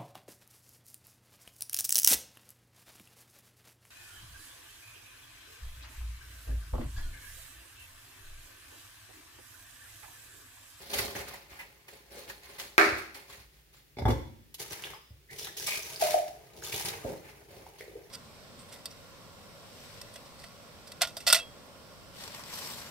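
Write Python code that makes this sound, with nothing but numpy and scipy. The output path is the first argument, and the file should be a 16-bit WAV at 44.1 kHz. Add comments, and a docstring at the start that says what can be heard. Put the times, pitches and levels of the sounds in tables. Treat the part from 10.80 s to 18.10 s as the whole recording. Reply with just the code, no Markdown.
"""A wet sponge fizzes and squelches close by, amid slaps of water, dull thumps and single drops.
A plastic tub cracks down on the counter, a mug bumps stacked dishes and is emptied in gushes and gulps.
Water is shaped noise with swarms of resonating bubbles; solid bodies are sums of decaying modes.
The tiled kitchen answers with diffuse reverberation, and with standing waves after the tub and hollow notes."""
import sys
import numpy as np
from scipy import signal
from scipy.fft import rfft, irfft
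from scipy.io import wavfile

SR = 44100
rng = np.random.default_rng(int(sys.argv[2]) if len(sys.argv) > 2 else 0)


def store_pcm(level_fs):
    """Save levels as 16-bit WAV."""
    pcm = np.round(np.clip(level_fs, -1, 1) * 32767).astype(np.int16)
    wavfile.write(sys.argv[1], SR, np.atleast_2d(pcm).T)


N = 321930
AGE = np.arange(SR // 2) / SR  # time since an event [s]

# Levels are relative: each source adds its own mixing gains.
# Background quiet of the kitchen: (frequency [Hz], relative density [dB])
FLOOR_SPECTRUM = [(20, -23.5), (40, -9), (56, 10), (85, -12.5), (140, -2.5), (220, -17.5), (390, -10),
                  (600, -20.5), (1100, -23.5), (2000, -17.5), (5000, -22), (8000, -26.5), (15500, -23)]
FLOOR_DB = -62
# Reverberation time of the room: (frequency [Hz], t60 [s])
ROOM_T60 = [(60, 0.13), (150, 0.92), (350, 0.42), (700, 0.5), (2000, 0.57), (5000, 0.63), (12000, 0.54)]
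# Left-right correlation of diffuse sound: (frequency [Hz], correlation [-1 to 1])
CORRELATION = [(60, 0.99), (150, 0.55), (300, 0.61), (550, 0.57), (900, -0.21), (1400, -0.09),
               (2500, -0.045), (16000, 0.17)]
# Standing waves between the tiled walls: (frequency [Hz], gain [dB])
STANDING_MODES = [(325, 14), (377, 2.5), (402, 10.5), (610, 13.5), (703, 7), (748, 7.5), (1214, 2.5),
                  (1337, 8), (1475, 3), (1603, 8), (1766, 5), (2245, 12)]
# Limits of the microphones and their input
BAND_EDGE_HZ, OVERLOAD = 16000, 0.9

# Spectra of the water sounds: (frequency [Hz], relative density [dB])
FIZZ_SPECTRUM = [(1500, -6.5), (2800, -4.5), (4200, 1), (6000, -7), (8200, -13), (11000, -6), (15500, -8)]
SPRAY_SPECTRUM = [(1500, -16), (2800, -3), (5000, -2), (6500, -3), (8200, -9), (10500, -4), (15500, -9)]
SQUELCH_SPECTRUM = [(450, -26.5), (850, -2.5), (1100, -10), (1500, -6), (2100, -1), (2700, -7),
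                    (4000, -23.5)]
SLOSH_SPECTRUM = [(35, -33), (60, -5), (140, -2), (230, -7), (400, 1), (600, -2.5), (850, -7), (1400, -30)]

# Presses and wipes of the sponge:
# (start [s], length [s], fizz level [dB], squelch level [dB], slosh level [dB])
SQUEEZES = [(-.03, 0.21, -53.5, -58.5, -54.5), (.09, .03, -45.5, -48, -44), (.123, 0.1, -38.5, -42, -39),
            (.24, 0.12, -62, -54, -44.5), (.343, 0.058, -49, -42, -41.5), (.46, 0.12, -59, -51.5, -58),
            (.69, 0.13, -62, -55, -61.5), (1.07, 0.085, -63, -62, -61), (1.3, .12, -54.5, -55, -49),
            (1.47, 0.017, -51, -50.5, -48.5), (1.62, 0.18, -58.5, -55.5, -58.5),
            (1.78, 0.021, -45, -47.5, -49.5), (2.16, 0.017, -50.5, -43, -43.5),
            (2.34, 0.02, -52.5, -49.5, -53), (2.48, 0.12, -58.5, -55.5, -60.5),
            (2.72, 0.081, -72, -71, -80), (2.92, 0.062, -64.5, -65, -71), (6.42, 0.081, -63, -52.5, -57),
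            (6.68, 0.18, -64, -60.5, -49.5), (6.97, 0.041, -57.5, -58, -68), (7.08, 0.14, -96, -73, -58)]
SQUEEZE_RISE_S, SQUEEZE_SAG_DB_PER_S, SQUEEZE_RELEASE_DB_PER_S = 0.017, 14, 203.5
# Suds seething on between the early squeezes: (fizz level [dB], squelch level [dB], slosh level [dB])
SUDS_LEVELS = (-71.5, -66, -65)
SUDS_S = 2.555

# Slaps of water and wet sponge: (time [s], level [dB], body relative to level [dB], length [s])
SPLATS = [(0.134, -16, -3, 0.018), (.184, -14.5, 0.5, .015), (0.351, -32, 7.5, 0.049),
          (0.482, -28.5, -10, .009), (0.537, -34, 4, .006), (0.79, -44, 18, 0.063),
          (1.081, -36.5, 4.5, .012), (1.497, -35, 12.5, 0.015), (1.783, -33, 2.5, 0.069),
          (2.344, -34.5, 3.5, 0.02), (2.527, -39, 6, 0.031), (3.742, -26.5, -19, 0.0077),
          (3.796, -24.5, -28, .016), (4.036, -39, 13, 0.015), (4.67, -32.5, 8.5, 0.0057),
          (4.768, -25, -20, 0.022), (4.865, -16.5, -19, 0.013), (5.023, -27, -16, .008),
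          (5.1, -32, -18, .008), (5.212, -26, -14, 0.024), (5.922, -19, -11, .02),
          (6.058, -25.5, -17, 0.032)]

# Mug bumping the dishes:
# (time [s], dishes level [dB], sink level [dB], china level [dB], scrape level [dB])
BUMPS = [(3.169, -37, -41, -38, -43), (3.186, -28, -38, -27.5, -42), (3.22, -32, -29, -39, -40.5),
         (3.2538, -15, -19, -28, -40), (3.2812, -16.5, -30, -30.5, -32.5), (3.303, -23, -23, -24, -28)]
# Dull thumps of hand and water: (time [s], hollow level [dB], sink level [dB])
THUMPS = [(0.138, -33.5, -69), (0.191, -56, -35.5), (0.273, -48, -52), (0.354, -36.5, -66),
          (2.063, -27.5, -42), (2.123, -35, -42), (2.579, -73.5, -52.5), (4.305, -59, -44.5),
          (5.758, -48, -55), (6.249, -26, -47), (6.284, -32, -59), (6.317, -36.5, -66), (6.723, -58, -52.5),
          (6.768, -46.5, -57)]
# Modes of the bodies struck: (frequency [Hz], relative level [dB], t60 [s])
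DISH_MODES = [(246, -11, 0.041), (335, -4.5, 0.08), (453, 1, 0.0081), (531, -5, 0.069), (756, -8.5, 0.036),
              (855, -2.5, 0.02), (1045, -21, 0.013)]
SINK_MODES = [(67, -4.5, 0.38), (86.1, -12.5, 0.74), (109, -0.5, 0.15), (135.7, -3.5, 0.2)]
CHINA_MODES = [(1680, -2, 0.012), (2170, 6.5, 0.016), (3504, -1, 0.026), (5200, 1, 0.005)]
HOLLOW_MODES = [(146, -19, 0.1), (216, 19, 0.014), (322, 10, 0.076), (435, 3, 0.026), (562, 18, 0.059),
                (717, 3.5, 0.042)]
# Gritty scrape: (frequency [Hz], relative density [dB])
GRIT_SPECTRUM = [(500, -10.5), (1000, -14), (1400, 5), (4000, 5.5), (5500, 3.5), (8000, -5), (10000, -4.5),
                 (13500, -2), (16000, -18)]
# Thud of the whole stack shifting: (frequency [Hz], relative density [dB])
THUD_SPECTRUM = [(50, -16), (110, 1), (190, -6), (340, 1), (560, -1.5), (660, -8), (880, 3), (1100, -16.5),
                 (1400, -25), (3000, -41)]
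THUD_RE_DISHES_DB, THUD_DECAY_S = -5.5, 0.012

# Single drops and the bubbles they trap: (time [s], level [dB], pitch [Hz])
DROPS = [(0.3529, -35, 1720), (.5412, -41, 864), (3.9086, -33.5, 5600), (4.0385, -27, 2840),
         (4.045, -28.5, 3300), (4.135, -38.5, 1080), (4.596, -31.5, 5540), (4.631, -34, 5100),
         (4.647, -30, 3680), (4.6717, -34, 3400), (4.7985, -27, 5400), (4.871, -26, 7500),
         (4.921, -25, 2340), (5.032, -30.5, 5860), (5.1014, -38, 6330), (5.1603, -28, 4700),
         (5.8238, -38.5, 1480), (5.837, -30.5, 6580), (5.927, -26, 2400), (5.944, -26.5, 3450),
         (6.008, -38, 820), (6.865, -41.5, 820), (7.009, -34, 1980)]
DROP_CYCLES, DROP_RISE = 5.3, 0.087  # ring time [cycles], fractional pitch rise per ring time
DROP_TICK_DB, DROP_TICK_S = -13, 0.0013  # tick relative to its bubble, tick decay
# A drop on the rim of a pan: (time [s], level [dB])
PAN_PING = (4.143, -50)
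# Mode of the pan: (frequency [Hz], relative level [dB], t60 [s])
PAN_MODES = [(5060, 0, .09)]

# Short low hollow notes: gulps, their fluttering echoes, and knocks of the sponge in the mug:
# (time [s], level [dB], pitch [Hz], swell [s])
HOLLOW_NOTES = [(1.366, -46.5, 492, 0.0032), (5.2215, -17, 668, 0.002), (5.248, -32, 608.4, 0.008),
                (5.283, -35, 706, 0.002), (5.3415, -13.5, 680, 0.0016), (5.37, -32, 680, 0.0016),
                (6.25, -33.5, 531, 0.0054), (7.006, -38.5, 477, 0.0013), (7.079, -39, 457, 0.0013),
                (7.153, -36, 456, 0.0023)]

# The tub striking the counter: (time [s], level [dB])
TUB_HIT = (1.9803, 0.39)
# Crack of the tub: (frequency [Hz], relative density [dB])
TUB_SPECTRUM = [(50, -44), (180, -21.5), (260, -16), (380, 0), (540, -14), (720, -4), (950, -9), (1300, 0),
                (2350, -3.5), (3150, -21.5), (4200, -16), (8000, -29.5), (12000, -30.5), (16000, -38)]

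# Gushes from the tipped mug:
# (start [s], length [s], spray level [dB], bubbles level [dB], slosh level [dB])
GUSHES = [(3.78, 0.06, -40.5, -47.5, -49), (3.895, 0.1, -47, -50, -53), (4.03, 0.074, -53, -47.5, -51.5),
          (4.49, .07, -53.5, -75, -62), (4.565, 0.066, -44, -78, -66.5), (4.765, .09, -39, -73, -59.5),
          (4.86, 0.076, -33.5, -41.5, -60), (5.04, 0.22, -47, -57, -66), (5.2, 0.14, -35, -40, -57.5),
          (5.75, 0.056, -58.5, -78, -55), (5.815, 0.086, -43.5, -54.5, -60),
          (5.915, 0.16, -39.5, -45.5, -49.5), (6.1, 0.04, -58, -48, -51), (6.235, 0.066, -58, -57, -41.5)]
# Steady faint trickle under the later gushes and after them: same columns
TRICKLE = (4.5, 6, -64.5, -63.5, -59)
GUSH_RISE_S, GUSH_SAG_DB_PER_S, GUSH_RELEASE_DB_PER_S = 0.02, 7, 190

# Water swirling round the mug:
# (start [s], length [s], level [dB], resonance [Hz], glide [octaves/s])
SWIRLS = [(4.484, 0.047, -51, 1884, 4), (4.63, 0.063, -54.5, 1740, 1), (4.794, 0.039, -50.5, 1642, 6),
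          (4.856, .1, -40.5, 2303, 0.4)]
SWIRL_RISE_S, SWIRL_SAG_DB_PER_S, SWIRL_RELEASE_DB_PER_S = 0.02, 2, 400
# Hum of the air in the mug: (start [s], length [s], level [dB])
HUMS = [(4.5, 0.33, -69), (4.86, 0.082, -47), (5.1, 0.092, -52.5)]
# Modes of that air: (frequency [Hz], relative level [dB], t60 [s])
MUG_AIR_MODES = [(635, 0.27, 0.075), (1010, -1.2, 0.02)]


def amp(db):
    """Decibels: twenty make a tenfold amplitude ratio."""
    return 10 ** (np.asarray(db) / 20)


def unit(x):
    """Normalization to unit root-mean-square."""
    return x / np.sqrt(np.mean(x ** 2) + 1e-20)


def peaked(x):
    """Normalization to unit peak."""
    return x / (abs(x).max() + 1e-20)


def read(points, hz):
    """Linear interpolation of a table along a logarithmic frequency axis."""
    f, value = np.transpose(points)
    return np.interp(np.log(hz + 1), np.log(f + 1), value)


def add(mix, start_s, sound):
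    """Superposition: a sound is added to the mix at its onset."""
    part = mix[max(round(start_s * SR), 0):][:len(sound)]
    part += sound[:len(part)]


def impulse(spectrum, size=4096):
    """Minimum phase: the log gain's Hilbert transform fixes the most compact causal click."""
    log_gain = np.log(amp(read(spectrum, abs(np.fft.fftfreq(size, 1 / SR)))))
    response = np.exp(np.conj(signal.hilbert(log_gain)))
    return np.fft.ifft(response).real[:size // 2]


def colour(x, spectrum):
    """Linear filtering: each channel is convolved with a minimum-phase impulse response."""
    return signal.oaconvolve(x, impulse(spectrum)[None], axes=1)[:, :x.shape[1]]


def diffuse(pair):
    """Diffuse-field coherence: mixing two independent signals sets their correlation by frequency."""
    a, b = rfft(pair)
    same = np.clip(read(CORRELATION, np.fft.rfftfreq(pair.shape[1], 1 / SR)), -1, 1)
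    right = same * a + np.sqrt(1 - same ** 2) * b
    return irfft(np.array([a, right]), pair.shape[1])


def ports(x, lag_ms):
    """Arrival-time difference: a positive lag delays the right microphone."""
    return np.array([x, np.roll(x, round(lag_ms * SR / 1000))])


def kitchen(x, wet_db, early_db):
    """Reverberation: sparse random echoes decay by frequency, reinforced early by basin and wall."""
    taps = rng.standard_normal((2, SR)) * (rng.random((2, SR)) < 0.15)
    hz, t, z = signal.stft(diffuse(taps), SR, nperseg=256)
    decay = amp(-60 * t / read(ROOM_T60, hz)[:, None])
    tail = signal.istft(z * decay, SR, nperseg=256)[1][:, :SR]
    t = np.arange(SR) / SR
    onset = np.clip(t * 1000 - 1, 0, 1)  # silent for 1 ms, full at 2 ms
    tail = unit(tail * onset) / np.sqrt(SR)
    tail = tail * (amp(wet_db) + amp(early_db) * np.exp(-t / 0.0077))
    return signal.fftconvolve(np.atleast_2d(x), tail, axes=1)[:, :N]


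def standing(x, t60):
    """Room modes: standing waves build up and decay, with a chance phase at each microphone."""
    decay = np.log(1000) / t60
    waves = 0
    for hz, db in STANDING_MODES:
        phase = rng.random() + 0.42 * rng.random((2, 1))  # turns
        waves = waves + amp(db) * np.sin(2 * np.pi * (hz * AGE + phase))
    swell = (1 - np.exp(-AGE / 0.012)) * np.exp(-decay * AGE)
    return signal.fftconvolve(x[None], waves * swell * 2 * decay / SR, axes=1)[:, :N]


def ring(modes):
    """Modal superposition: one blow excites decaying modes of chance strength and sign."""
    total = 0
    for hz, db, t60 in modes:
        decay = amp(db + rng.normal(0, 1) - 60 * AGE / t60)
        total = total + decay * rng.choice([-1, 1]) * np.sin(2 * np.pi * hz * AGE)
    return peaked(total)


def bubble(hz, ring_s, rise=0.046):
    """Bubble resonance: trapped air rings and rises in pitch as it nears the surface."""
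    ring_s = max(ring_s, 0.002)
    age = np.arange(int(ring_s * SR * 2)) / SR / ring_s  # in ring times
    turns = np.cumsum(hz * (1 + rise * age)) / SR
    envelope = (1 - np.exp(-age / 0.45)) * np.exp(-4 * age)
    return peaked(np.sin(2 * np.pi * turns) * envelope)


def pops(per_s, spread_db):
    """Random point process: a positive spread makes a few impulses strong, a negative one faint."""
    happens = rng.random(N) < per_s / SR
    sign = rng.choice([-1, 1], N)
    return happens * sign * amp(spread_db * np.minimum(rng.exponential(1, N), 4))


def crackle(spectrum, per_s, spread_db, hiss):
    """Shot noise: films and droplets burst at four places over a smooth diffuse hiss."""
    bursts = sum(ports(pops(per_s / 4, spread_db), lag) for lag in np.linspace(-0.1, 0.35, 4))
    noise = unit(bursts) + hiss * diffuse(rng.standard_normal((2, N)))
    return unit(colour(noise, spectrum))


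def bubbling(low_hz, high_hz, per_s, cycles, spread_db, count=24):
    """Resonator ensemble: each bubble size has a ring time set in cycles, at least 2 ms."""
    total = 0
    for hz in np.geomspace(low_hz, high_hz, count):
        train = pops(per_s / count, spread_db)
        voice = signal.oaconvolve(train, bubble(hz, cycles / hz))[:N]
        total = total + ports(voice, rng.uniform(-0.063, 0.3))
    return unit(total)


def lumps(depth_db, length_s):
    """Amplitude modulation: uneven clumps of water give a quickly wandering gain."""
    knots = np.arange(0, N / SR + 1, length_s)
    wander = np.interp(np.arange(N) / SR, knots, rng.standard_normal(N)[:len(knots)])
    return unit(amp(depth_db * wander))


def stroke(start, length, rise_s, sag_db_per_s, release_db_per_s):
    """Envelope of one push: linear rise, then exponential sag and faster release."""
    age = np.maximum(np.arange(N) / SR - start, 0)
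    sag_db = sag_db_per_s * np.minimum(age, length)
    release_db = release_db_per_s * np.maximum(age - length, 0)
    return np.minimum(age / rise_s, 1) * amp(-sag_db - release_db)


def strokes(rows, *shape):
    """Superposed envelopes of one shape: one gain for each level column."""
    return sum(amp(levels_db)[:, None] * stroke(start, length, *shape)
               for start, length, *levels_db in rows)


def quiet():
    """Stationary noise: a shaped diffuse field fills the background."""
    return amp(FLOOR_DB) * unit(colour(diffuse(rng.standard_normal((2, N))), FLOOR_SPECTRUM))


def sponge():
    """Two-phase flow: foam fizzes, air squelches through wet pores, water slops off the hands."""
    squeezes = strokes(SQUEEZES, SQUEEZE_RISE_S, SQUEEZE_SAG_DB_PER_S, SQUEEZE_RELEASE_DB_PER_S)
    suds = strokes([(0, SUDS_S, *SUDS_LEVELS)], SQUEEZE_RISE_S, 0, SQUEEZE_RELEASE_DB_PER_S)
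    fizz, squelch, slosh = squeezes + suds
    films = amp(0.5) * crackle(FIZZ_SPECTRUM, per_s=3000, spread_db=5, hiss=0.71)
    small_bubbles = amp(-5) * bubbling(3000, 12000, per_s=350, cycles=4, spread_db=-3.5)
    x = fizz * (films + small_bubbles)
    pores = amp(-4.5) * crackle(SQUELCH_SPECTRUM, per_s=900, spread_db=-1, hiss=0.76)
    large_bubbles = amp(-11) * bubbling(850, 2800, per_s=100, cycles=4, spread_db=-3)
    x += squelch * (pores + large_bubbles)
    x += slosh * amp(-6) * crackle(SLOSH_SPECTRUM, per_s=570, spread_db=-0.5, hiss=0.32)
    x *= lumps(depth_db=2, length_s=0.008)
    return x + kitchen(x, wet_db=-6, early_db=6.5)


def splats():
    """Liquid impact: a landing lump of water gives a quick burst of droplets over a lower slap."""
    spray, slap = np.zeros((2, N))
    for start, db, body_db, length in SPLATS:
        shape = (1 - np.exp(-AGE / 0.00046)) * np.exp(-2 * AGE / max(length, 0.002))
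        noise = rng.standard_normal((2, len(AGE)))
        burst = shape * noise * rng.exponential(1, (2, len(AGE))) ** 0.5
        add(spray, start, amp(db - 5) * peaked(colour(burst[:1], SPRAY_SPECTRUM)[0]))
        add(slap, start, amp(db + body_db - 11.5) * peaked(colour(burst[1:], SQUELCH_SPECTRUM)[0]))
    x = spray + slap
    return ports(x, lag_ms=0.21) + kitchen(x, wet_db=-6, early_db=14)


def knocks():
    """Impact excitation: blows thud, rattle dishes and boom in the basin; the mug's foot scrapes."""
    x, scrape, basin = np.zeros((3, N))
    for start, dishes_db, sink_db, china_db, grit_db in BUMPS:
        noise = rng.standard_normal(len(AGE))
        chatter = noise * rng.exponential(1, len(AGE)) * np.exp(-AGE / 0.013)
        body = amp(dishes_db) * ring(DISH_MODES) + amp(china_db) * ring(CHINA_MODES)
        rattle = peaked(signal.fftconvolve(chatter, body)[:len(AGE)])
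        add(x, start, amp(-4.5) * body + amp(dishes_db - 6.5) * rattle)
        thud_noise = rng.standard_normal(len(AGE)) * np.exp(-AGE / THUD_DECAY_S)
        thud = colour(thud_noise[None], THUD_SPECTRUM)[0]
        add(x, start, amp(dishes_db + THUD_RE_DISHES_DB) * peaked(thud))
        add(scrape, start, amp(grit_db) * peaked(chatter))
        add(basin, start, amp(sink_db) * ring(SINK_MODES))
    for start, hollow_db, sink_db in THUMPS:
        add(x, start, amp(hollow_db) * ring(HOLLOW_MODES))
        add(basin, start, amp(sink_db) * ring(SINK_MODES))
    x += colour(scrape[None], GRIT_SPECTRUM)[0]
    # the basin's boom is mostly direct, with a weaker share through the room
    room = kitchen(x + amp(-7.5) * basin, wet_db=-0.5, early_db=9.5)
    return ports(x + basin, lag_ms=0.1) + room


def drops():
    """Bubble entrainment: drops tick straight ahead and trap ringing air; one pings on a pan."""
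    x = np.zeros(N)
    for start, db, hz in DROPS:
        add(x, start, amp(db) * bubble(hz, DROP_CYCLES / hz, rise=DROP_RISE))
        tick = rng.standard_normal(len(AGE)) * np.exp(-AGE / DROP_TICK_S)
        add(x, start, amp(db + DROP_TICK_DB) * tick)
    ping_s, ping_db = PAN_PING
    add(x, ping_s, amp(ping_db) * ring(PAN_MODES))
    return x + kitchen(x, wet_db=-1, early_db=1)


def hollow_notes():
    """Tone bursts: each low hollow note swells and dies at one pitch, and the room modes hold it."""
    x = np.zeros(N)
    for start, db, hz, swell in HOLLOW_NOTES:
        age = AGE / swell
        envelope = peaked(age ** 2 * np.exp(-age))
        add(x, start, amp(db) * envelope * np.sin(2 * np.pi * hz * AGE))
    room = kitchen(x, wet_db=-2, early_db=-8)
    return ports(x, lag_ms=0.29) + room + amp(2.5) * standing(x, t60=0.4)


def tub():
    """Impulse response: one very short crack excites the room, which makes nearly all that follows."""
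    x, edge = np.zeros((2, N))
    hit_s, hit_db = TUB_HIT
    add(x, hit_s, amp(hit_db) * peaked(impulse(TUB_SPECTRUM)))
    # the bright edge and the ringing plastic rim are heard only directly
    add(edge, hit_s, amp(-9.5) * peaked(impulse(SPRAY_SPECTRUM)))
    add(edge, hit_s, amp(-7.5) * ring([(2455, 0, 0.014)]))
    room = kitchen(x, wet_db=5, early_db=-37.5)
    return ports(x + edge, lag_ms=0.32) + room + amp(6.5) * standing(x, t60=0.44)


def pour():
    """Jet breakup and air entrainment: the stream sprays and beats bubbles into water on the plates."""
    gushes = strokes(GUSHES, GUSH_RISE_S, GUSH_SAG_DB_PER_S, GUSH_RELEASE_DB_PER_S)
    trickle = strokes([TRICKLE], GUSH_RISE_S, 0, GUSH_RELEASE_DB_PER_S)
    spray, bubbles, slosh = gushes + trickle
    droplets = amp(-2) * crackle(SPRAY_SPECTRUM, per_s=1800, spread_db=8.5, hiss=0.84)
    small_bubbles = amp(-13) * bubbling(3290, 9260, per_s=490, cycles=30, spread_db=9.5)
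    x = spray * (droplets + small_bubbles)
    churn = amp(-4) * crackle(SQUELCH_SPECTRUM, per_s=670, spread_db=-1, hiss=0.21)
    large_bubbles = amp(-7.5) * bubbling(769.5, 3220, per_s=410, cycles=19, spread_db=4)
    x += bubbles * (churn + large_bubbles)
    x += slosh * amp(-2.5) * crackle(SLOSH_SPECTRUM, per_s=660, spread_db=5, hiss=0.87)
    x *= lumps(depth_db=3, length_s=0.008)
    return x + kitchen(x, wet_db=-6.5, early_db=7)


def swirl():
    """Moving resonance: sloshing water excites a gliding noise band and stirs the air in the mug."""
    x, t = np.zeros(N), np.arange(N) / SR
    shape = SWIRL_RISE_S, SWIRL_SAG_DB_PER_S, SWIRL_RELEASE_DB_PER_S
    lowpass = signal.butter(2, 150, fs=SR)  # half of the 300 Hz bandwidth
    for start, length, db, hz, glide in SWIRLS:
        pitch = hz * 2 ** (glide * np.clip(t - start, 0, length))
        carrier = np.exp(2j * np.pi * np.cumsum(pitch) / SR)
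        noise = rng.standard_normal(N) + 1j * rng.standard_normal(N)
        band = unit((carrier * signal.lfilter(*lowpass, noise)).real)
        x += amp(db) * stroke(start, length, *shape) * band
    stirring = pops(per_s=600, spread_db=6.5)
    hum = unit(signal.oaconvolve(stirring, ring(MUG_AIR_MODES))[:N])
    x += strokes(HUMS, *shape)[0] * hum
    return ports(x, lag_ms=0.14) + kitchen(x, wet_db=-2.5, early_db=1)


def scene():
    """Superposition: the sources and the background add linearly."""
    water = sponge() + splats() + drops() + hollow_notes() + pour() + swirl()
    return quiet() + water + knocks() + tub()


def record(dry):
    """Transducer limits: deep bass is shed, peaks are clipped, then the band is limited."""
    x = signal.sosfilt(signal.butter(4, 42, "high", fs=SR, output="sos"), dry)
    clipped = np.clip(x, -OVERLOAD, OVERLOAD)
    lowpass = signal.firwin(511, BAND_EDGE_HZ, window=("kaiser", 9), fs=SR)
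    return signal.oaconvolve(clipped, lowpass[None], "same")


dry = scene()
out = record(dry)
store_pcm(out)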